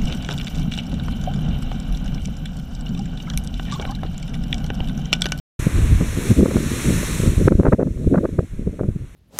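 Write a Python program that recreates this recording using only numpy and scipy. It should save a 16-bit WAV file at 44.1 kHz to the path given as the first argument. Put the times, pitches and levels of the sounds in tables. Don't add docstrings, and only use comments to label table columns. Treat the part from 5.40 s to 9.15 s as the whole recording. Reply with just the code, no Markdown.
import sys
import numpy as np
from scipy import signal
from scipy.fft import rfft, irfft
from scipy.io import wavfile
from scipy.ndimage import uniform_filter1d

SR = 44100
rng = np.random.default_rng(int(sys.argv[2]) if len(sys.argv) > 2 else 0)


def rack_gain(trim_db):
    fader = np.asarray(trim_db, float)
    return 10 ** (fader / 20)


def unload_wav(signal):
    wavfile.write(
        sys.argv[1],
        SR,
        np.round(np.clip(np.atleast_2d(signal).T, -1, 1) * 32767).astype(np.int16),
    )


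N = 165375


def shape(x, gain):
    n = x.shape[-1]
    hz = np.maximum(np.arange(n // 2 + 1) * SR / n, 1.)
    return irfft(rfft(x) * gain(hz), n)


def colour(table):
    hz, db = np.array(table, float).T
    return lambda f: rack_gain(np.interp(np.log(f), np.log(hz), db))


def curve(table, t):
    s, db = np.array(table, float).T
    return rack_gain(np.interp(t, s, db))


def unit(x):
    return x / np.sqrt(np.mean(x ** 2, axis=-1, keepdims=True))


def walk(rate):
    k = int(SR / rate)
    held = np.repeat(rng.standard_normal(N // k + 1), k)
    return 1.67 * uniform_filter1d(uniform_filter1d(held, k), k)[:N]


def wash(table, swell_db, flicker_db):
    out, swell = 0, walk(4.63)
    for hz in 90 * 2 ** np.arange(0, 8, .5):
        overlap = lambda f: np.cos(np.pi * np.clip(np.log2(f / hz), -.5, .5))
        band = shape(rng.standard_normal(N), lambda f: overlap(f) * colour(table)(f))
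        out = out + band * rack_gain(swell_db * swell + flicker_db * walk(8.41))
    return out


# time in seconds, level in dB before the gain steps.
SPRAY = [(.19, -39.5), (.6, -42), (.75, -39.5), (.9, -35), (1.1, -39), (1.25, -36.5), (1.421, -33.5),
         (1.66, -33), (1.849, -35), (2.0, -40), (2.45, -39), (2.7, -36), (2.95, -40.5), (3.2, -42),
         (3.5, -45.5), (3.75, -45)]
# frequency in Hz, density in dB per Hz.
SPRAY_COLOUR = [(500, -13), (1000, -4), (2000, -0.5), (4000, -2.5), (7000, -4.5), (10000, -7.5),
                (13000, -15.5), (16000, -27)]


def spray_jet(t):
    spray = wash(SPRAY_COLOUR, .3, .5)
    top = shape(spray, lambda f: (f > 5500) * (f < 12000))
    return spray / np.std(top) * curve(SPRAY, t)


# time in seconds, level in dB before the gain steps.
SURF = [
    (.19, -36),
    (2.0, -44.5),
    (2.9, -36.5),
    (3.75, -41),
]
# frequency in Hz, density in dB per Hz.
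SURF_COLOUR = [(100, 4.5), (300, -11), (600, -2.5), (1200, -4), (2200, -2), (3500, -8), (6000, -24),
               (12000, -61)]


def surf_roar(t):
    return unit(wash(SURF_COLOUR, .6, 1.)) * curve(SURF, t)


# centre in Hz, width in Hz, depth from 0 to 1.
NOTCHES = [
    (816, 120, 0.4),
    (3096, 900, 0.47),
    (4810, 1030, 0.87),
]


def housing(f):
    return np.prod([1 - np.clip(d, 0, 1) / (1 + (2 * (f - hz) / w) ** 2) for hz, w, d in NOTCHES], axis=0)


def turbulence(size):
    pops_per_s, pop_share = 170, .75
    smooth, place = rng.standard_normal(size), rng.random(size)
    pops = smooth * (place < pops_per_s / SR) * np.sqrt(SR / pops_per_s)
    return np.sqrt(pop_share) * pops + np.sqrt(1 - pop_share) * rng.standard_normal(size)


def eddy_law(hz):
    def law(f):
        hump = (f / hz) ** 0.48 / (1 + (f / hz / 1.199) ** 2.896)
        cavity = 1 / np.sqrt(1 + (f / 655) ** 20)
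        return hump * cavity / (1 + (4.8 / f) ** 2)
    return law


# time in seconds, level in dB, share of small eddies from 0 to 1.
BREEZE = [(.19, -30, 0.25), (.36, -20, 0.25), (.58, -17.5, 0.01), (.75, -25.5, 0.45), (1.1, -25.5, 0.97),
          (1.6, -25, 0.47), (2.0, -19.5, 0.19), (2.25, -25.5, 0.17), (2.37, -38, 0.6), (2.48, -32, 0.3),
          (2.56, -28, 0.2), (2.75, -27, 0.8), (3.08, -37.5, 0.33), (3.2, -25.5, 0.05), (3.35, -29, 0.63),
          (3.53, -30.5, 0.05), (3.75, -41.5, 0.21)]


def breeze(t):
    def layer(hz, flicker_rate):
        law = lambda f: eddy_law(hz)(f) / (1 + (f / 560) ** 2)
        return unit(shape(turbulence(N), law)) * rack_gain(2 * walk(flicker_rate))
    s, db, small = np.array(BREEZE, float).T
    mix = np.clip(np.interp(t, s, small), 0, 1)
    low, high = layer(60., 27), layer(200., 66)
    return rack_gain(np.interp(t, s, db)) * (np.sqrt(1 - mix) * low + np.sqrt(mix) * high)


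def bursts(centre, length, db, law, strike):
    size = 8192
    t = (np.arange(size) - size // 2) / SR
    x = shape(turbulence((len(centre), size)), law)
    x = x / np.abs(signal.hilbert(x)) ** 0.54
    x = unit(shape(x, lambda f: np.abs(law(f)) ** 0.34))
    phase = np.exp(2j * np.pi * rng.random((len(centre), 1)))
    jump = shape((t == 0) + 0 * x, lambda f: law(f) * phase)
    jump = jump / np.abs(jump).max(axis=1)[:, None]
    x = x + np.minimum(0.038 / length, strike)[:, None] * jump
    env = np.exp(-2 * np.abs(t / (1.783 * length[:, None] / 2)) ** 1.68)
    loudness = np.sqrt(np.sum((x * env) ** 2, axis=1) / np.sum(env ** 2, axis=1))
    x = x * env / loudness[:, None]
    out = np.zeros(N + 2 * size)
    for row, s, g in zip(x, centre, rack_gain(db)):
        i = int(s * SR) + size // 2
        out[i:i + size] += g * row
    return out[size:size + N]


def eddies(table, strike):
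    centre, length, db, hz = np.array(table, float).T
    thumps = bursts(centre, length, db, eddy_law(hz[:, None]), strike)
    return shape(thumps, lambda f: 1 / (1 + (f / 793) ** 8))


# centre in seconds, length in seconds, level in dB, pitch in Hz.
EDDIES = [(0.198, 0.015, -19, 149), (0.228, 0.018, -19, 153), (0.27, 0.015, -8, 183),
          (0.381, 0.038, -10.5, 110), (0.474, 0.1, -19, 79), (0.515, 0.044, -10, 100),
          (0.541, 0.068, -11.5, 92), (0.617, 0.033, -13.5, 154), (0.687, 0.032, -30, 119),
          (0.724, 0.024, -36, 180), (0.786, 0.062, -24, 152), (0.912, 0.027, -6.5, 172),
          (0.996, 0.035, -7.5, 214), (1.031, 0.014, -7.5, 281), (1.061, 0.0094, -13, 273),
          (1.17, 0.022, -15.5, 245), (1.261, 0.16, -24, 166), (1.389, 0.046, -27.5, 238),
          (1.48, 0.053, -14.5, 225), (1.507, 0.011, -10.5, 240), (1.527, 0.022, -18.5, 191),
          (1.566, 0.074, -18.5, 170), (1.72, 0.05, -19.5, 121), (1.802, 0.009, -13, 152),
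          (1.836, 0.029, -14.5, 194), (1.877, 0.021, -9, 134), (1.897, 0.031, -11.5, 89),
          (1.981, 0.015, -10.5, 90), (2.014, 0.027, -11.5, 169), (2.057, 0.021, -8.5, 111)]
# centre in seconds, length in seconds, level in dB, pitch in Hz.
GUSTS = [(2.079, 0.011, -4, 460), (2.121, 0.021, -9.5, 266), (2.154, 0.02, -10, 149),
         (2.199, 0.019, -6, 200), (2.264, 0.04, -19, 330), (2.287, 0.022, -9.5, 164),
         (2.336, 0.016, -6, 200), (2.399, 0.018, -16.5, 386), (2.422, 0.0061, -18, 302),
         (2.469, 0.033, -16.5, 210), (2.511, 0.037, -21.5, 131), (2.613, 0.053, -24.5, 201),
         (2.675, 0.016, -7, 126), (2.727, 0.029, -11, 260), (2.779, 0.022, -10, 225),
         (2.844, 0.024, -15.5, 346), (2.892, 0.013, -22.5, 257), (2.941, 0.061, -25.5, 162),
         (2.992, 0.015, -9, 225), (3.031, 0.021, -23.5, 189), (3.137, 0.012, -27, 130),
         (3.195, 0.02, -20, 118), (3.275, 0.014, -14, 202), (3.34, 0.017, -30.5, 300),
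         (3.391, 0.01, -31, 304), (3.412, 0.011, -15, 259), (3.445, 0.034, -20.5, 229),
         (3.489, 0.012, -9, 122), (3.562, 0.019, -20.5, 135), (3.622, 0.037, -25, 121)]


def main_eddies():
    return eddies(EDDIES, 5.9) + eddies(GUSTS, 5.9)


# start in seconds, cut in dB, recovery time in seconds.
DUCKS = [
    (.275, 2, 0.07),
    (.915, 4, 0.14),
    (1.0, 4.5, 0.063),
    (1.88, 1.5, 0.64),
    (2.079, 11.5, 8),
    (2.2, 2.5, 0.43),
    (2.335, 7, 13),
]


def auto_gain(t):
    start, db, back = np.array(DUCKS, float).T[:, :, None]
    since = np.maximum(t - start, 0)
    cut = db * (1 - np.exp(-since / 0.0088)) * np.exp(-since / back)
    return rack_gain(-np.sum(cut, axis=0))


# centre in seconds, length in seconds, level in dB, pitch in Hz.
SWIRLS = [(.43, 0.029, -12.5, 60), (.65, 0.059, -26, 200), (.74, 0.076, -34, 356), (.80, 0.047, -30.5, 348),
          (.86, 0.059, -24, 300), (1.086, 0.011, -19, 250), (1.147, 0.019, -20, 293),
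          (1.205, 0.017, -24.5, 300), (1.35, 0.05, -31, 346), (1.615, .012, -23.5, 180),
          (1.632, .012, -23, 380), (1.69, 0.03, -31.5, 354), (2.111, 0.006, -15, 300),
          (2.25, .012, -15.5, 300), (2.322, 0.0096, -18.5, 332), (2.346, 0.009, -21.5, 380),
          (2.39, 0.0095, -18, 400), (2.414, .007, -17, 302), (2.431, 0.0059, -10.5, 352),
          (2.712, 0.0076, -23, 298), (2.747, 0.011, -11, 380), (2.81, 0.016, -22, 250),
          (3.007, 0.0069, -20.5, 330), (3.434, 0.008, -19.5, 382), (1.045, 0.0056, -30, 350),
          (2.363, 0.021, -32, 180), (.30, 0.029, -33, 280), (1.86, 0.0084, -21.5, 380)]


def swirls():
    return eddies(SWIRLS, 2.3)


# frequency in Hz, density in dB per Hz.
FLUTTER_COLOUR = [(250, -5), (500, 6), (780, -3.5), (1400, -1), (2000, -10), (2700, -20.5), (3400, -48),
                  (5000, -44)]


def flutter(table):
    centre, db, length = np.array(table, float).T

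    def edge(f):
        dulling = rack_gain(0.34 * (db[:, None] + 8.5) * f / 1000)
        return colour(FLUTTER_COLOUR)(f) * dulling / (1 + (f / 5000) ** 10)
    return bursts(centre, np.clip(length, .002, .04), db + 6, edge, 2.6)


# centre in seconds, level in dB, length in seconds.
FLUTTER = [(.612, -31.5, 0.014), (0.911, -28.5, 0.011), (1.06, -25.5, 0.0062), (1.112, -29.5, 0.016),
           (1.168, -28.5, 0.0085), (2.083, -15.5, 0.0019), (2.123, -25.5, 0.0069), (2.196, -50, 0.0093),
           (2.211, -34, 0.0088), (2.234, -24.5, 0.0049), (2.25, -36, 0.0055), (2.255, -22.5, 0.01),
           (2.267, -21.5, 0.0092), (2.275, -26.5, 0.0094), (2.283, -28.5, .012), (2.328, -19, 0.0095),
           (2.333, -19.5, 0.0039), (2.341, -47, 0.0052), (2.398, -32, 0.0063), (2.405, -31.5, 0.017),
           (2.413, -27, 0.0042), (2.432, -29, 0.0044), (2.473, -39, 0.0088)]
# centre in seconds, level in dB, length in seconds.
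LATE_FLUTTER = [(2.743, -23.5, 0.0084), (2.758, -27.5, 0.0063), (2.78, -25, 0.011), (2.785, -30, 0.0072),
                (2.843, -34, 0.0089), (2.854, -25.5, 0.0063), (2.857, -27, 0.0035), (2.89, -42, 0.0067),
                (2.991, -24.5, 0.0063), (3.395, -33, 0.004), (3.414, -39, 0.004), (3.435, -32, 0.0029)]


def edge_flutter():
    return flutter(FLUTTER) + flutter(LATE_FLUTTER)


# time in seconds, level in dB.
CLICKS = [
    (.917, -44),
    (2.082, -49),
    (2.332, -48),
]


def loud_clicks():
    s, db = np.array(CLICKS, float).T
    click = lambda f: f ** -.5 * (f > 1500) / (1 + (f / 9000) ** 4)
    return bursts(s, .0012 + 0 * s, db, click, 8.)


# centre in seconds, level in dB, length in seconds.
MORE_FLUTTER = [(1.009, -29.5, 0.0067), (1.147, -34, 0.0054), (2.111, -40, 0.0036), (2.129, -38, 0.0044),
                (2.202, -40, .004), (2.228, -39, 0.0034), (2.263, -34, .004), (2.288, -33, .004),
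                (2.325, -27, 0.0047), (2.347, -34.5, 0.0025), (2.426, -30.5, 0.0054), (2.645, -44, 0.0036),
                (2.748, -28, 0.0036), (3.274, -40, 0.0085), (3.403, -32, 0.0048), (3.441, -43, .005),
                (2.079, -25.5, 0.0073), (2.576, -45, 0.0072), (3.191, -50, 0.0036)]


def more_flutter():
    return flutter(MORE_FLUTTER)


def scene():
    t = np.arange(N) / SR
    sea = shape(spray_jet(t) + surf_roar(t), housing) * auto_gain(t)
    wind = breeze(t) + main_eddies() + swirls() + edge_flutter() + loud_clicks() + more_flutter()
    return (sea + wind)[None]


def low_pass(x):
    return signal.sosfilt(signal.butter(12, 15720, fs=SR, output="sos"), x)


def record(dry):
    x = dry * np.clip((np.arange(N) / SR - .1905) / 0.0042, 0, 1)
    x = x / (1 + x ** 20) ** (1 / 20)
    x = shape(x, lambda f: f < 15740)
    return low_pass(x)


dry = scene()
out = record(dry)
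unload_wav(out)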